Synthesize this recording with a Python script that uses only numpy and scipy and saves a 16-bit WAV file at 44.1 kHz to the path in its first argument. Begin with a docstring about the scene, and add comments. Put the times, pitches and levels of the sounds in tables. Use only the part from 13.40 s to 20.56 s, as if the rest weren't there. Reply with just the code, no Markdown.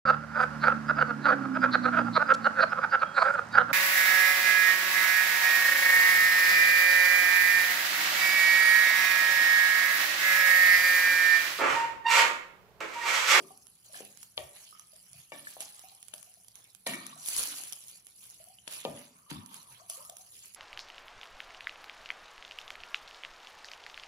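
"""A hard kitchen, heard close to the stove: a wooden spoon stirs a thick stew in a steel pot.
Ringing drops and filtered noise slosh and crackle; air pockets and dribbles are decaying sines of rising pitch.
The spoon's knocks are a falling thud, a crack and damped pot modes; the room answers with sparse echoes.
Shaped noise gives the low steady hum and a few soft bumps."""
import sys
import numpy as np
from scipy import signal
from scipy.fft import rfft, irfft, next_fast_len
from scipy.io import wavfile
from scipy.ndimage import uniform_filter1d

SR = 44100
rng = np.random.default_rng(int(sys.argv[2]) if len(sys.argv) > 2 else 0)


def dump(signal):
    """Clip the signal to [-1, 1] and save it as 16-bit WAV at the path in sys.argv[1]."""
    limited = np.clip(np.atleast_2d(signal).T, -1, 1)
    pcm = np.round(limited * 32767).astype(np.int16)
    wavfile.write(sys.argv[1], SR, pcm)


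N = 315747

# spectrum of small drops and spits, with a bright ridge near 10 kHz over all of it: (frequency [Hz], relative
# density [dB per Hz])
FINE_SPECTRUM = [(1790, -33), (2270, -24), (3030, -7.5), (3690, -18.5), (4120, -7), (4420, -5.5),
                 (7030, -1), (7690, -4.5), (9300, -4.5), (10100, 7), (11100, 4.5), (11900, -6), (14800, -7),
                 (16000, -24)]
# spectrum of large drops: (frequency [Hz], relative density [dB per Hz])
COARSE_SPECTRUM = [(200, -11), (500, -11), (1100, -6.5), (1900, -5), (2400, 0.5), (3200, 2.5), (4500, 1.5),
                   (8000, -30.5)]
# likeness of a diffuse field at the two ports: (frequency [Hz], left-right likeness [0 to 1])
LIKENESS = [(50, 0.93), (125, 0.86), (250, 1), (500, 0.4), (1000, 0.15), (3000, 0.195)]


def gain_of(db):
    """Amplitude is the exponential of level: 20 dB is a factor of ten."""
    return 10 ** (np.asarray(db) / 20)


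def evened(x):
    """Division by the root mean square gives unit power."""
    return x / np.sqrt(np.mean(x ** 2) + 1e-20)


def read(points, hz):
    """Interpolates a curve over log frequency, since hearing follows frequency ratios."""
    f, value = np.transpose(points)
    return np.interp(np.log(hz + 1), np.log(f + 1), value)


def causal(points):
    """Minimum phase: the Hilbert transform of log gain gives the most compact causal pulse, here of peak 1."""
    level_db = read(points, abs(np.fft.fftfreq(4096, 1 / SR)))
    log_gain = np.log(gain_of(np.maximum(level_db, -70)))
    pulse = np.fft.ifft(np.exp(np.conj(signal.hilbert(log_gain)))).real[:1024]
    return pulse / abs(pulse).max()


def add(mix, s, sound, pan_db, lag_ms):
    """Level and arrival-time differences place a sound between two microphone ports; the left hears it later."""
    lead = 64  # samples of room for the ripple ahead of a fractional delay
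    size = next_fast_len(len(sound) + 256)
    delay_s = np.array([[lag_ms], [0]]) / 1000 + lead / SR
    turn = np.exp(-2j * np.pi * np.fft.rfftfreq(size, 1 / SR) * delay_s)
    pair = irfft(rfft(sound, size) * turn, size) * gain_of([[pan_db / 2], [-pan_db / 2]])
    at = round(s * SR) - lead
    part = mix[:, max(at, 0):at + size]
    part += pair[:, max(-at, 0):][:, :part.shape[1]]


def partly_alike(left, other, hz):
    """Partial coherence: the right port shares part of the left spectrum, the rest is independent."""
    same = np.clip(read(LIKENESS, hz), -1, 1)[:, None]
    return np.array([left, same * left + np.sqrt(1 - same ** 2) * other])


def smoothed_noise(shape, width):
    """Two running means over the last axis leave only slow random fluctuation."""
    return uniform_filter1d(uniform_filter1d(rng.standard_normal(shape), width), width)


def burst(ms):
    """Impulsive excitation: a sharp click and noise that decays exponentially with time constant ms."""
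    t = np.arange(900) / SR
    return (rng.standard_normal(900) + 2.2 * (t == 0)) * np.exp(-1000 * t / ms)


def swells(peak_s, peak_db, rise_db_per_s, fall_db_per_s):
    """Power addition of overlapping swells, each with exponential rise and decay, as a level in dB."""
    step = 64  # samples between computed levels
    late = np.arange(0, N + step, step) / SR - peak_s[:, None]
    slope_db = np.where(late < 0, rise_db_per_s[:, None] * late, -abs(fall_db_per_s)[:, None] * late)
    each_db = peak_db[:, None] + slope_db
    total_db = 10 * np.log10((gain_of(each_db) ** 2).sum(0) + 1e-20)
    return np.interp(np.arange(N) / step, np.arange(late.shape[1]), total_db)


def stirred():
    """Power addition of sloshes and a steady simmer: levels in dB of the small and the large drops."""
    # sloshes thrown up by pushes of the spoon: (peak time [s], peak level [dB], rise [dB/s], decay [dB/s],
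    # weight of the large drops [dB])
    pushes = [(0.0, -57.5, 300, 38, -11), (0.454, -55.5, 600, 157, -10), (0.556, -47.5, 312, 80, -6),
              (.828, -55.5, 196, 100, -17), (0.974, -48, 2000, 97, -15), (1.163, -50.5, 402, 63, -7.5),
              (1.40, -62.5, 188, 66, -9), (1.559, -60.5, 298, 51, -10.5), (1.785, -56, 117, 128, -7.5),
              (1.925, -54, 2000, 54, -3), (2.1, -46.5, 198, 108, -11), (2.208, -41, 1500, 156, -7.5),
              (2.36, -55.5, 148, 25.5, -9.5), (2.739, -53.5, 1500, 56, -31), (3.158, -56.5, 989, 83, -5.5),
              (3.466, -38, 5000, 116, -1.5), (3.67, -55, 498, 88, -1), (3.886, -35.5, 283, 52, -15.5),
              (3.984, -32, 120, 54, -9.5), (4.495, -52, 130, 130, -13.5), (4.672, -66, 1497, 54, -6),
              (4.834, -51.5, 219, 51, -12), (5.325, -43, 377, 80, -3.5), (5.592, -55, 207, 116, 0.5),
              (5.902, -48.5, 2000, 148, 3), (6.155, -52, 159, 79, -6.5), (6.319, -59.5, 600, 66, -2),
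              (6.499, -44, 998, 70, -15.5), (6.79, -55.5, 298, 51, -12), (6.939, -54.5, 295, 57, -10.5),
              (7.049, -54, 202, 134, -8)]
    s, small_db, rise, fall, weight_db = np.transpose(pushes)
    simmer_db, simmer_weight_db = -66, -13  # small drops; large drops relative to them
    levels = []
    for peak_db, bed_db in ((small_db, simmer_db), (small_db + weight_db, simmer_db + simmer_weight_db)):
        slosh_db = swells(s, peak_db, rise, fall)
        levels.append(10 * np.log10(gain_of(slosh_db) ** 2 + gain_of(bed_db) ** 2))
    return levels


def grains(count, low_hz, high_hz, per_s, spread_db, cycles, rise):
    """Shot noise: short damped oscillations at random moments, each pitch from its own spot in the pot."""
    size = gain_of(spread_db * np.minimum(rng.exponential(1, N), 4)) * (rng.random(N) < per_s / SR)
    kind, out = rng.integers(0, count, N), np.zeros((2, N))
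    for k, hz in enumerate(np.geomspace(low_hz, high_hz, count)):
        turns = np.arange(int(60 * SR / hz)) * hz / SR
        ring = np.sin(2 * np.pi * turns * (1 + rise * turns))
        grain = ring * np.exp(-turns / cycles) * (turns < 6 * cycles)
        sound = signal.oaconvolve(size * (kind == k), grain * np.sqrt(hz))[:N]
        pair = np.array([np.roll(sound, rng.integers(0, 24)), sound])  # left later by up to 23 samples
        out += pair * gain_of(rng.normal(0, 2.5) * np.array([[1], [-1]]))
    return evened(out)


def slosh():
    """Superposed random drops in clumps over a wet hiss: small ones fizz, large ones patter."""
    small_db, large_db = stirred()
    small = grains(count=24, low_hz=2207, high_hz=13810, per_s=6500, spread_db=6.0, cycles=12.4, rise=0.015)
    large = grains(count=12, low_hz=786, high_hz=5200, per_s=1200, spread_db=-1.0, cycles=0.3, rise=0.0186)
    out = np.zeros((2, N))
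    for spectrum, db, drops, hiss in ((FINE_SPECTRUM, small_db, small, .9),
                                      (COARSE_SPECTRUM, large_db, large, .8)):
        clumps = gain_of(1.1 * evened(smoothed_noise(N, 300)))
        wet = (drops + hiss * rng.standard_normal((2, N))) * clumps
        coloured = signal.oaconvolve(wet, causal(spectrum)[None])[:, :N]
        out += gain_of(db) * evened(coloured)
    return out * gain_of([[-.4], [.4]])


def patchy(x, depth_db):
    """Time-frequency modulation: patches drift alike at both ports, shallower in a dense, heavy rush."""
    z = signal.stft(x, nperseg=512, noverlap=384)[2]
    field = rng.standard_normal(z.shape[1:])
    field = uniform_filter1d(uniform_filter1d(field, 7, 0), 14, 1)  # over 7 bands, then 14 frames
    level_db = np.interp(np.arange(z.shape[2]) * 128, np.arange(N), stirred()[0])
    loose = np.clip((-34 - level_db) / 22, .55, 1)
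    z = z * gain_of(depth_db * loose * evened(field))
    return signal.istft(z, nperseg=512, noverlap=384)[1][:, :N]


def crackle():
    """Random impulse train: scattered small spits, louder where the broth sloshes harder."""
    level_db = np.minimum(stirred()[0], -43)  # a heavy rush covers them
    size_db = 6. * np.minimum(rng.exponential(1, N), 3) + .75 * level_db - 10.
    train = (rng.random(N) < 45 / SR) * gain_of(size_db)  # about 45 per second
    crack = np.convolve(burst(ms=.7), causal(FINE_SPECTRUM))
    sound = signal.oaconvolve(train, crack / abs(crack).max())[:N]
    return np.array([np.roll(sound, shift=11) * gain_of(-4), sound])


def dribble():
    """Bubble resonance: a loose run of small overlapping bubbles, each rising in pitch."""
    # broth dribbling off the spoon: (peak time [s], peak level [dB], rise [dB/s], decay [dB/s])
    runs = [(0.0, -57, 100, 152), (2.45, -67.5, 32, 90), (3.52, -55, 600, 32), (5.9, -55, 147, 29.5),
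            (6.6, -58, 99, 80)]
    level_db = swells(*np.transpose(runs))
    bubbles = grains(count=12, low_hz=900, high_hz=1285, per_s=190, spread_db=4.5, cycles=17.0, rise=0.00194)
    return gain_of(level_db) * bubbles


def floor():
    """Spectral shaping of noise: the burner's and the house's low steady noise, in drifting patches."""
    # background spectrum: (frequency [Hz], relative density [dB per Hz])
    spectrum = [(20, -25), (45, -2.5), (90, -1), (119, 8), (145, -10.5), (180, 7.5), (230, -9.5),
                (330, -9.5), (700, -10), (1200, -14.5), (2000, -19), (3500, -22), (6000, -105)]
    frames, hz = N // 1024 + 5, np.fft.rfftfreq(4096, 1 / SR)
    a, b, c, d, patches = rng.standard_normal((frames, 2049, 5)).T
    patches = evened(uniform_filter1d(uniform_filter1d(patches, 12, 0), 4, 1))
    z = partly_alike(a + 1j * b, c + 1j * d, hz)
    z *= gain_of(read(spectrum, hz)[:, None] + 2. 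* patches)
    noise = signal.istft(z, nperseg=4096, noverlap=3072)[1][:, :N]
    return gain_of(-74.5) * evened(noise)


def knocks():
    """Modal excitation: a clack of falling pitch wakes the modes near the blow's centre.
    The stew lies differently at every blow and keeps shaking the wall, so the modes shift a little
    and ring roughly, the high ones most."""
    # spoon on pot: (time [s], blow level [dB], centre of the blow [Hz], ring [dB], boom [dB], crack [dB],
    # clang [dB], left-right difference [dB])
    blows = [(.002, -39, 410, -17, -15, -4.5, -40, 5.5), (0.6054, -34.5, 500, -39, -26.5, -19, -44, 7),
             (0.9776, -28.5, 625, -24, -44, 11.5, -26.5, 7), (1.92, -33.5, 704, -23.5, -18.5, -4, -18.5, 5),
             (2.1673, -35.5, 730, -44, -41, -24, -44, 7), (2.737, -47, 683, -26, -62, 10, -36, 13.5),
             (3.467, -25, 710, -25.5, -14, 5, -15.5, 3), (3.535, -28, 1830, -38, -14.5, -7, -14.5, 3),
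             (5.277, -53.5, 666, -29, -58, 13, -30, 33), (5.451, -19, 581, -28, -20, -3.5, -38, 3),
             (5.914, -33, 196, -43, -10, -4, -31, 9)]
    # modes of the full pot on its grate: (frequency [Hz], level [dB], t60 [s])
    modes = [(148.7, -17.5, 0.8), (200, -0.5, 0.33), (251.5, -6.5, 0.56), (309.7, -8, 0.4),
             (370, 4.5, 0.33), (419, -6, 0.71), (572.8, 7.5, 0.22), (644.5, 8.5, 0.24), (728, 5, 0.18),
             (903, 23.5, 0.032), (1183, 17, 0.14), (1830, -1, 0.26), (2334, 5, 0.15), (2900, 9, 0.045)]
    out, t, coarse = np.zeros((2, N)), np.arange(0, 16000) / SR, causal(COARSE_SPECTRUM)
    pot_hz, mode_db, t60 = np.transpose(modes)[:, :, None]
    dying = gain_of(mode_db - 60 * t / t60) * (1 - np.exp(-pot_hz * t / 1.5))  # low modes build up slowly
    step = t * (22 + .065 * pot_hz)  # random knots passed, faster for high modes
    whole, ease = step.astype(int), np.sin(np.pi / 2 * (step % 1)) ** 2
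    for s, db, centre_hz, ring_db, boom_db, crack_db, clang_db, pan_db in blows:
        hz = pot_hz * (1 + .02 * rng.standard_normal(pot_hz.shape))
        woken = gain_of(ring_db - 15. * abs(np.log2(pot_hz / centre_hz)))  # 15 dB less per octave away
        woken = woken + gain_of(boom_db) * (pot_hz < 330)
        woken = woken + gain_of(boom_db - 19.5) * (abs(pot_hz - 377) < 20)
        woken = woken + gain_of(clang_db) * (pot_hz > 1500)
        knots = rng.standard_normal((2, len(hz), 200))
        shake = [np.take_along_axis(k, whole, 1) * (1 - ease) + np.take_along_axis(k, whole + 1, 1) * ease
                 for k in knots]
        rough = shake[0] * np.sin(2 * np.pi * hz * t) + shake[1] * np.cos(2 * np.pi * hz * t)
        turns = centre_hz * t
        falling = np.sin(2 * np.pi * (0.68 * turns + 0.79 * (1 - np.exp(-turns / 1.7))))
        thud = falling * 2 * (1 - np.exp(-2 * turns)) * np.exp(-turns / 0.86)
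        blow = thud + (woken * dying * rough).sum(0)
        crack = np.convolve(burst(ms=1.3), coarse)
        blow[:len(crack)] += gain_of(crack_db) * crack / abs(crack).max()
        add(out, s, gain_of(db) * blow, pan_db, lag_ms=0.12)
    return out


def kitchen(x):
    """Reverberation: sparse echoes of random sign, each band decaying at its own rate."""
    # reverberation time of the room: (frequency [Hz], t60 [s])
    decay = [(120, 0.76), (330, 0.32), (870, 0.57), (2300, 0.52), (6000, 0.055), (12000, 0.19)]
    taps = np.zeros((2, SR))
    slots = np.arange(200, SR - 20, 20)  # one echo in every 20 samples
    at = slots + rng.integers(0, 20, (2, (SR - 201) // 20))
    np.put_along_axis(taps, at, rng.choice([-1., 1.], at.shape), 1)
    hz, t, z = signal.stft(taps, SR, nperseg=512)
    z = partly_alike(z[0], z[1], hz)
    z = z * gain_of(-60 * t / read(decay, hz)[:, None])
    tail = signal.istft(z, SR, nperseg=512)[1]
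    return signal.fftconvolve(x.mean(0)[None], tail / np.linalg.norm(tail[0]), axes=1)[:, :N]


def gurgles():
    """Bubble resonance: a closing air pocket plops, rings on faintly and rises in pitch as it shrinks."""
    # air pockets closing: (time [s], level [dB], nominal pitch [Hz], left-right difference [dB])
    pockets = [(0.105, -53.5, 761, 2), (0.106, -58.5, 1130, -8), (0.496, -66.5, 627, 14),
               (0.531, -64.5, 573, 17), (0.544, -45, 1720, 4.5), (0.552, -56.5, 703, 0),
               (0.564, -50, 1710, 6), (0.588, -52, 1680, 5), (0.628, -61, 770, 4),
               (1.326, -56, 1250, -14.5), (1.35, -56, 1270, -8), (1.395, -60.5, 1240, -12),
               (1.531, -69, 616, 20), (1.74, -68.5, 686, 9), (2.07, -37, 1750, 2), (2.196, -60, 648, 15),
               (2.221, -57, 813, 16), (2.438, -54.5, 738, 1), (2.519, -60.5, 798, -5),
               (2.873, -66.5, 708, 8), (2.971, -69, 693, 11), (3.728, -47.5, 1143, 0),
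               (3.762, -59.5, 700, 9), (5.0, -64, 634, 19.5), (5.072, -62.5, 707, 14),
               (5.101, -61.5, 750, 4), (5.186, -50.5, 3060, -4), (5.573, -52, 2860, 0),
               (5.905, -48.5, 928, -4), (6.113, -62, 900, 7), (6.199, -66, 1087, -5), (6.284, -65, 1020, 7),
               (6.398, -56, 1103, -2), (6.4, -70.5, 640, 18), (6.416, -60, 698, 8), (6.495, -60.5, 660, 19),
               (6.574, -61.5, 516, 9), (6.593, -59, 578, 7), (6.605, -57, 1045, -12), (6.694, -51, 698, 3),
               (6.719, -61, 610, 4), (6.796, -69, 728, 25)]
    out, t = np.zeros((2, N)), np.arange(6000) / SR
    for s, db, hz, pan_db in pockets:
        ring = np.sin(2 * np.pi * hz * t * (.97 + 2.02 * t))
        onset = 1 - np.exp(-hz * t)
        decay = 2.12 * np.exp(-hz * t / 3.9) + 0.92 * np.exp(-hz * t / 16.3)  # plop and faint ring
        add(out, s, gain_of(db) * ring * onset * decay, pan_db, lag_ms=0.27)
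    return out


def spits():
    """Filtered impulses: each loud spit is a short crack with a bright and a duller part."""
    # single loud spits: (time [s], level [dB], left-right difference [dB])
    cracks = [(0.269, -43, -19), (0.7735, -46, -32), (0.8299, -35.5, -14), (1.3957, -33.5, -7),
              (1.732, -36.5, -12), (2.2056, -20.5, -1), (2.394, -33.5, -9), (2.628, -33, -8),
              (2.6834, -46, -35.5), (2.739, -26, 2), (2.828, -47.5, 33), (2.781, -41.5, -23),
              (3.046, -48, -10), (3.083, -38.5, -11), (3.1555, -38, -18), (3.349, -45, -27.5),
              (3.473, -18, -6), (3.6663, -26.5, 12), (3.8601, -28.5, 16), (3.886, -17, -2),
              (3.9647, -19.5, 11), (3.989, -19, 2), (4.0364, -18.5, -7), (4.2361, -28, 14),
              (4.3244, -27, -16), (4.331, -32, 18), (4.6684, -35.5, -11), (5.2793, -30, -4),
              (5.9066, -36.5, -16), (6.061, -39.5, -17.5), (6.1432, -42, -28), (6.499, -21, 2),
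              (6.65, -36, 0), (6.6971, -28, 2), (6.7687, -32, -9), (7.147, -39.5, -24.5)]
    out, fine, coarse = np.zeros((2, N)), causal(FINE_SPECTRUM), causal(COARSE_SPECTRUM)
    for s, db, pan_db in cracks:
        push = burst(ms=1.4)
        bright = np.convolve(push, fine)
        dull = np.convolve(push, coarse)
        bright = signal.lfilter([1, .8], 1, bright)  # the highest treble is softer than in the fizz
        crack = bright / abs(bright).max() + gain_of(-9.5) * dull / abs(dull).max()
        add(out, s, gain_of(db) * crack, pan_db, lag_ms=0.207)
    return out


def bumps():
    """Amplitude modulation of a low carrier by slow noise gives short swells of narrow-band noise."""
    # soft low bumps: (time of the middle [s], level [dB], centre frequency [Hz])
    soft = [(1.029, -59, 108.6), (1.769, -61.5, 126.5), (4.001, -62.5, 59.3), (4.12, -61, 285),
            (5.525, -59.5, 107), (5.982, -52.5, 113), (6.331, -68.5, 113)]
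    out, t = np.zeros((2, N)), np.arange(-4000, 4000) / SR
    for s, db, hz in soft:
        slow = smoothed_noise((2, len(t)), 500)
        swell = evened(slow[0] * np.cos(2 * np.pi * hz * t) + slow[1] * np.sin(2 * np.pi * hz * t))
        add(out, s + t[0], gain_of(db) * swell * np.hanning(len(t)), pan_db=2.5, lag_ms=0)
    return out


def scene():
    """Superposition of the direct sounds, their reverberation, the bumps and the floor."""
    drops = patchy(slosh(), depth_db=4.)
    cracks = spits() + crackle()
    bubbles = gurgles() + dribble()
    blows = knocks()
    echoed = gain_of(-17.0) * drops + gain_of(-9.0) * cracks + gain_of(-8.0) * bubbles + gain_of(-7.5) * blows
    near = drops + cracks + bubbles + blows + kitchen(echoed)
    high_pass = signal.butter(4, 130, "high", fs=SR, output="sos")
    thin = signal.sosfilt(high_pass, near)  # a small pot radiates no deep bass
    return thin + bumps() + floor()


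def record(dry):
    """Band limitation: a linear-phase low-pass at 16 kHz."""
    low_pass = signal.firwin(511, 16000, window=("kaiser", 9), fs=SR)
    return signal.oaconvolve(dry, low_pass[None], "same")


dry = scene()
out = record(dry)
dump(out)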